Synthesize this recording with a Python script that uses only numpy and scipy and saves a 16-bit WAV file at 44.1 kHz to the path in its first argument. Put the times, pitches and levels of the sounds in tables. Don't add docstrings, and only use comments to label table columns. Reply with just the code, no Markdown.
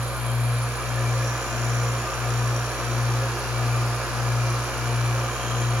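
import sys
import numpy as np
from scipy import signal
from scipy.fft import rfft, irfft, next_fast_len
from scipy.io import wavfile

SR = 44100
rng = np.random.default_rng(int(sys.argv[2]) if len(sys.argv) > 2 else 0)


def store_wav(level_fs):
    pcm = np.round(np.clip(np.atleast_2d(level_fs), -1, 1) * 32767)
    wavfile.write(sys.argv[1], SR, pcm.T.astype(np.int16))


N = 255780
TIME = np.arange(N) / SR
FREQS = np.maximum(np.arange(N // 2 + 1) * SR / N, 1)
EAR_SPLIT = np.array([[.5], [-.5]])

SHAFT_HZ, HUM_HZ = 59.1666, 119.861
IN_PHASE_S = .475


def drone(turns):
    # (time [s], level [dB])
    hum_levels = [(.15, -26.2), (.8, -27), (1.5, -28.5), (2.1, -28.5), (4, -27), (5.8, -28)]
    shaft = turns - SHAFT_HZ * IN_PHASE_S
    mains = HUM_HZ * (TIME - IN_PHASE_S) + .076 * EAR_SPLIT
    throb = tone(shaft + .5, level_db=-38.5)
    stroke = tone(2 * shaft, level_db=-31) * pan(lean_db=2.8)
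    hum = tone(mains, np.interp(TIME, *np.transpose(hum_levels))) * pan(lean_db=2)
    return throb + stroke + hum


def hum_octave(turns, beat_lead_s=.06):
    mains = HUM_HZ * (TIME - IN_PHASE_S + beat_lead_s)
    stroke = 2 * (turns - SHAFT_HZ * (IN_PHASE_S - beat_lead_s))
    return tone(2 * mains, level_db=-50) + tone(mains + stroke, level_db=-56.5)


def overtones(turns):
    # (multiple of the shaft rate [1], relative level [dB])
    harmonics = [(3, -68), (4, -63.5), (6, -48), (9, -53), (10, -52.5), (11, -51), (12, -47.5), (17, -53.5),
                 (18, -50.5), (20, -48.5), (22, -50), (23, -57), (24, -48.5), (25, -56), (27, -68),
                 (28, -54), (35, -68), (36, -61), (39, -52.5), (40, -54.5), (47, -56.5), (48, -64),
                 (51, -65), (54, -69.5), (67, -63), (68, -60), (76, -72), (86, -61)]
    # (frequency [Hz], relative level [dB])
    motor_tones = [(76, -62), (179.8, -56), (359.6, -54), (479.4, -46.5), (537.9, -51.5), (539.4, -53),
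                   (544, -49.5), (599.3, -55), (1545, -51)]
    throbs = {9: (9.7, 0.13), 20: (3.2, 0.13), 39: (2.2, 0.41), 40: (5.5, 0.011), 47: (2.4, 0.33)}
    partials = [(order * turns, order * SHAFT_HZ, db) for order, db in harmonics]
    partials += [(hz * TIME + .054 * drift(.61), hz, db) for hz, db in motor_tones]
    out, beat_hz = 0, HUM_HZ - 2 * SHAFT_HZ
    for cycles, hz, level_db in partials:
        sway = np.sin(2 * np.pi * (rng.random() + TIME / 10))
        ear_phase = min(hz / 18000, .5) * sway * EAR_SPLIT
        phase = cycles + rng.random() + ear_phase
        flutter = .063 * min(hz / 2400, 1) * drift(6.7)
        depth_db, lag_s = throbs.get(round(hz / SHAFT_HZ, 1), (0, 0))
        throb_db = depth_db * np.cos(2 * np.pi * beat_hz * (TIME - IN_PHASE_S - lag_s))
        tilt_db = .5 * np.log2(hz / 1000)
        out += tone(phase + flutter, level_db + throb_db + tilt_db + 3 * drift(9.3))
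    return out * from_db(listener_db(beside=-2, above=.5))


def oil(turns):
    # (frequency [Hz], relative spectral level [dB])
    spectrum = [(20, -27), (45, -7), (90, -9), (160, -6), (260, -1.5), (400, 0.5), (480, -1.5), (700, 0.5),
                (850, -0.5), (1000, 2.5), (1330, 1), (1480, -2.5), (1720, -1), (2000, -8.5), (4000, -28.5)]
    # (frequency [Hz], width [Hz], relative level [dB])
    casing = [(410, 73, -3.5), (775, 49, 0), (1008, 83, -11), (1708, 79, -2), (2460, 104, -4.5),
              (3192, 47, -4), (3930, 63, -5.5)]
    flare_db = -2.5 * drift(5.1)
    main_mode = from_db(-12.5 + flare_db) * turbulence(resonance(hz=1210, width_hz=63) ** 2)
    response = sum(from_db(db) * resonance(hz, width_hz) ** 2 for hz, width_hz, db in casing)
    other_modes = from_db(-12) * turbulence(response)
    churn = turbulence(from_db(at_hz(spectrum)))
    pulsing = 1 + .1 * np.cos(2 * np.pi * 4 * turns)
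    return pulsing * from_db(listener_db(beside=-35, above=-33)) * (churn + main_mode + other_modes)


def splashes(ring_hz=1193, wander_hz=18.9, half_length_s=.044):
    # (time [s], level [dB])
    events = [(1.332, -37), (2.075, -36.5), (3.11, -37), (3.408, -38), (3.84, -35), (5.275, -34.5),
              (5.53, -37.5), (5.78, -40)]
    note = tone(np.cumsum(ring_hz + wander_hz * drift(24.8)) / SR, level_db=0)
    return note * sum(from_db(db) * bell_curve(at_s, half_length_s) for at_s, db in events)


def vanes(turns):
    # (position [turns], frequency [Hz], width [Hz], relative level [dB], T60 [s])
    contacts = [(.3, 6600, 870, -51, 0.011), (0.56, 6880, 460, -53, 0.025), (0.65, 5870, 660, -49, .022),
                (.3, 5830, 860, -49.5, .04), (.3, 2685, 700, -49.5, .021), (.46, 2570, 790, -52, .021),
                (.63, 4900, 1400, -52.5, .04), (.3, 3830, 1300, -57, .06)]
    # (time [s], half length [s], change [dB])
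    swings = [(0.343, 0.25, -6), (1.6, 0.37, 1)]
    rubbing = from_db(-47) * turbulence(resonance(hz=5940, width_hz=3700) ** 4)
    ticking = impacts(turns, contacts, uneven_db=2.5, common_weight=.71) * pan(lean_db=-2.5)
    swing_db = sum(db * bell_curve(at_s, half_s) for at_s, half_s, db in swings)
    return (ticking + rubbing) * from_db(listener_db(beside=-3, above=-.4) + swing_db)


def valve(turns):
    # (position [turns], frequency [Hz], width [Hz], relative level [dB], T60 [s])
    strikes = [(.64, 11000, 900, -55.5, 0.022), (.7, 9500, 1100, -49.5, 0.13)]
    bounce = [(.79, 11360, 600, 0, 0.032)]
    striking = impacts(turns, strikes, uneven_db=2, common_weight=7.2)
    bouncing = impacts(turns, bounce, uneven_db=1, common_weight=3.4)
    return (striking * from_db(listener_db(beside=2.5, above=-.5))
            + bouncing * from_db(listener_db(beside=-51, above=-77)))


def fan():
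    # (frequency [Hz], relative spectral level [dB])
    spectrum = [(300, -7.5), (1500, -2), (1880, 1.5), (2200, 1), (2450, 6), (2750, -0.5), (3200, 0),
                (3550, -1.5), (3950, -0.5), (4600, 1), (5600, -10), (7100, -3), (8500, -9.5), (9800, -7),
                (10500, -8), (11200, -8), (12200, -14.5), (15500, -17)]
    return from_db(listener_db(beside=-39, above=-38.5)) * turbulence(from_db(at_hz(spectrum)))


def whine(hz=10003, sweep_hz=66, sweeps_per_s=10.85, width_hz=100, echo=.33):
    out = np.zeros((2, N))
    for path, delay_s in enumerate(rng.uniform(0, .0363, 4)):
        reflected = path > 0
        sweep = 2 * np.pi * sweeps_per_s * (TIME - .012 - delay_s * reflected)
        offset_hz = sweep_hz * signal.sawtooth(sweep, .5)
        lopsided = 1 - .2 * np.sin(sweep)
        pulses = lopsided / (1 + (2 * offset_hz / width_hz) ** 2) ** 2
        path_phase = np.array([drift(1.3), drift(2.2)]) / 2 if reflected else 0
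        carrier = tone(np.cumsum(hz + offset_hz) / SR + path_phase, 1.7 * drift(15))
        out += pulses * carrier * (echo if reflected else 1)
    return from_db(listener_db(beside=-45, above=-49.5)) * unit_rms(out)


def exhaust():
    return from_db(-57) * turbulence(resonance(hz=12500, width_hz=9000) ** 2)


def impacts(turns, contacts, uneven_db, common_weight, size=4096):
    out, count = 0, np.arange(int(turns[-1]))
    freqs = np.maximum(np.fft.rfftfreq(size, 1 / SR), 1)
    for position, hz, width_hz, level_db, t60_s in contacts:
        strike_s = np.interp(count + position, turns, TIME) + 6e-6 * rng.standard_normal(len(count))
        starts = np.clip(np.round(strike_s * SR).astype(int), 0, N - 1)
        strengths = from_db(uneven_db * rng.standard_normal(len(count)))
        per_ear, common = rng.standard_normal((2, 2, size)), rng.standard_normal((2, 1, size))
        bursts = (per_ear + common_weight * common) * from_db(-60 * TIME[:size] / t60_s)
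        ring_a, ring_b = irfft(rfft(bursts) * resonance(hz, width_hz, freqs) ** 2, size)
        blend = TIME + .4 * drift(2)
        ringing = np.zeros((2, N + size))
        for i, strength in zip(starts, strengths):
            ringing[:, i:i + size] += strength * (np.cos(blend[i]) * ring_a + np.sin(blend[i]) * ring_b)
        out += from_db(level_db) * np.array([unit_rms(ear) for ear in ringing[:, :N]])
    return out


def turbulence(response):
    # (frequency [Hz], correlation [1])
    coherence = [(60, 0.73), (250, 0.99), (700, 0.87), (1200, 0.91), (1700, 0.79), (2050, 0.57),
                 (2400, 0.51), (3000, 0.16), (3500, .15), (3900, 0.75), (4400, .7), (5000, 0.073),
                 (7200, 0.3), (8000, 1), (9600, 1), (11000, .95), (12300, 1), (13500, 0.93)]
    # (frequency [Hz], left minus right [dB])
    lean = [(1200, -0.7), (1800, 1), (2400, 0), (2800, 1.5), (3800, -2.5), (5800, -4.5), (7500, -1.5),
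            (9000, 0)]
    mid, side = rfft(rng.standard_normal((2, N)))
    alike = np.clip(at_hz(coherence), -.99, .99)
    ears = np.sqrt(1 + alike) * mid + np.sqrt(1 - alike) * side * [[1], [-1]]
    return unit_rms(irfft(ears * response * pan(at_hz(lean)), N))


def reflection(x, delay_s, sway_s, echo):
    delayed = TIME - delay_s - sway_s * drift(.34)
    return x + echo * np.array([np.interp(delayed, TIME, ear) for ear in x])


def shifting_colour(x):
    # (time [s], half length [s], frequency [Hz], half width [Hz], change [dB])
    swells = [(.05, 0.24, 537, 50, 3), (.1, 0.35, 1800, 350, -1), (.1, .25, 2660, 200, -4.5),
              (.25, .25, 4970, 600, -2), (.3, 0.058, 3190, 70, 8), (.3, 0.61, 348, 50, -3.5),
              (.8, 0.1, 5100, 550, 0), (0.977, 0.091, 1770, 57.7, 9), (.6, .2, 2340, 70, 2.5),
              (1, .15, 2300, 61, 3.2), (1.167, 0.066, 530, 35, 4), (1.27, 0.089, 1730, 60, 4),
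              (1.29, 0.078, 5670, 320, 7), (1.547, .17, 2780, 50.3, 3.5), (1.7, .7, 4300, 810, -1.5),
              (1.752, 0.9, 6930, 250, 3.5), (1.75, 0.2, 5800, 250, 3), (1.8, 0.25, 2050, 200, 2),
              (2.046, .28, 2770, 90, 1.5), (2.6, .3, 5740, 248, 3), (2.7, .25, 2310, 50, 1.5),
              (2.8, .15, 2780, 50, -1), (3.3, 0.87, 368, 70, 2), (3.35, .2, 1680, 60, 4.5),
              (3.48, 0.15, 2780, 50, 3), (3.75, .1, 2400, 130, 0.5), (4, .9, 4860, 450, 2.5),
              (4.4, .3, 1210, 50, 0.5), (4.55, 0.16, 5800, 247, 3), (5.22, 0.048, 534, 35, 5),
              (5.5, .3, 4700, 410, -2), (5.52, 0.26, 3170, 110, 7.5), (5.552, 0.2, 6600, 300, 6),
              (5.55, .35, 2370, 200, -1), (5.7, .45, 238, 50, -2)]
    out = x.copy()
    for at_s, half_s, hz, half_width_hz, change_db in swells:
        near = np.abs(TIME - at_s) < 3 * half_s
        size = next_fast_len(int(near.sum()))
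        passband = bell_curve(hz, half_width_hz, np.fft.rfftfreq(size, 1 / SR))
        band = irfft(rfft(x[:, near], size) * passband, size)[:, :near.sum()]
        out[:, near] += band * (from_db(change_db * bell_curve(at_s, half_s, TIME[near])) - 1)
    return out


def at_ears(x):
    # (frequency [Hz], lead of the left [rad])
    phase = [(1300, 0), (2000, -1.5), (2700, 0), (3300, 0.3), (3900, -1.83), (4300, -0.9), (4700, -3.1),
             (5200, 0.5), (6900, 0.5), (7800, -3), (8900, -3), (10400, -5.5), (11800, -5.5), (12900, -10.5)]
    return irfft(rfft(x) * np.exp(1j * at_hz(phase) * EAR_SPLIT), N)


def listener_db(beside, above, midway_s=.88, move_s=1):
    way = np.clip((TIME - midway_s) / move_s, -.5, .5)
    return beside + (above - beside) * (1 + np.sin(np.pi * way)) / 2


def resonance(hz, width_hz, freqs=FREQS):
    return 1 / (1 + 1j * (freqs ** 2 - hz ** 2) / (freqs * width_hz))


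def tone(cycles, level_db):
    return np.sqrt(2) * from_db(level_db) * np.cos(2 * np.pi * cycles)


def drift(rate_hz):
    hz = FREQS[FREQS < 100]
    noise = rng.standard_normal(2 * len(hz) - 2)
    slow = irfft(rfft(noise) / (1 + (hz / rate_hz) ** 2))
    return np.interp(TIME, np.linspace(0, TIME[-1], len(slow)), unit_rms(slow))


def bell_curve(centre, half_width, axis=TIME):
    return np.exp(-((axis - centre) / half_width) ** 2)


def at_hz(points):
    hz, value = np.transpose(points)
    return np.interp(np.log(FREQS), np.log(hz), value)


def pan(lean_db):
    return from_db(EAR_SPLIT * lean_db)


def from_db(db):
    return np.exp(np.asarray(db) * (np.log(10) / 20))


def unit_rms(x):
    return x / np.sqrt(np.mean(x ** 2) + 1e-20)


def scene():
    turns = SHAFT_HZ * TIME + .0015 * drift(.8)
    hum = drone(turns) + hum_octave(turns)
    tones = overtones(turns)
    churn = oil(turns) + splashes()
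    treble = fan() + vanes(turns) + valve(turns) + exhaust()
    drive = whine()
    treble = reflection(treble, delay_s=.003, sway_s=.00006, echo=.22)
    churn = reflection(churn, delay_s=.009, sway_s=.00033, echo=.14)
    return hum + at_ears(shifting_colour(tones + churn + treble) + drive)


def record(dry, cutoff_hz=15900):
    return signal.sosfilt(signal.ellip(10, .1, 90, cutoff_hz, fs=SR, output="sos"), dry)


dry = scene()
out = record(dry)
store_wav(out)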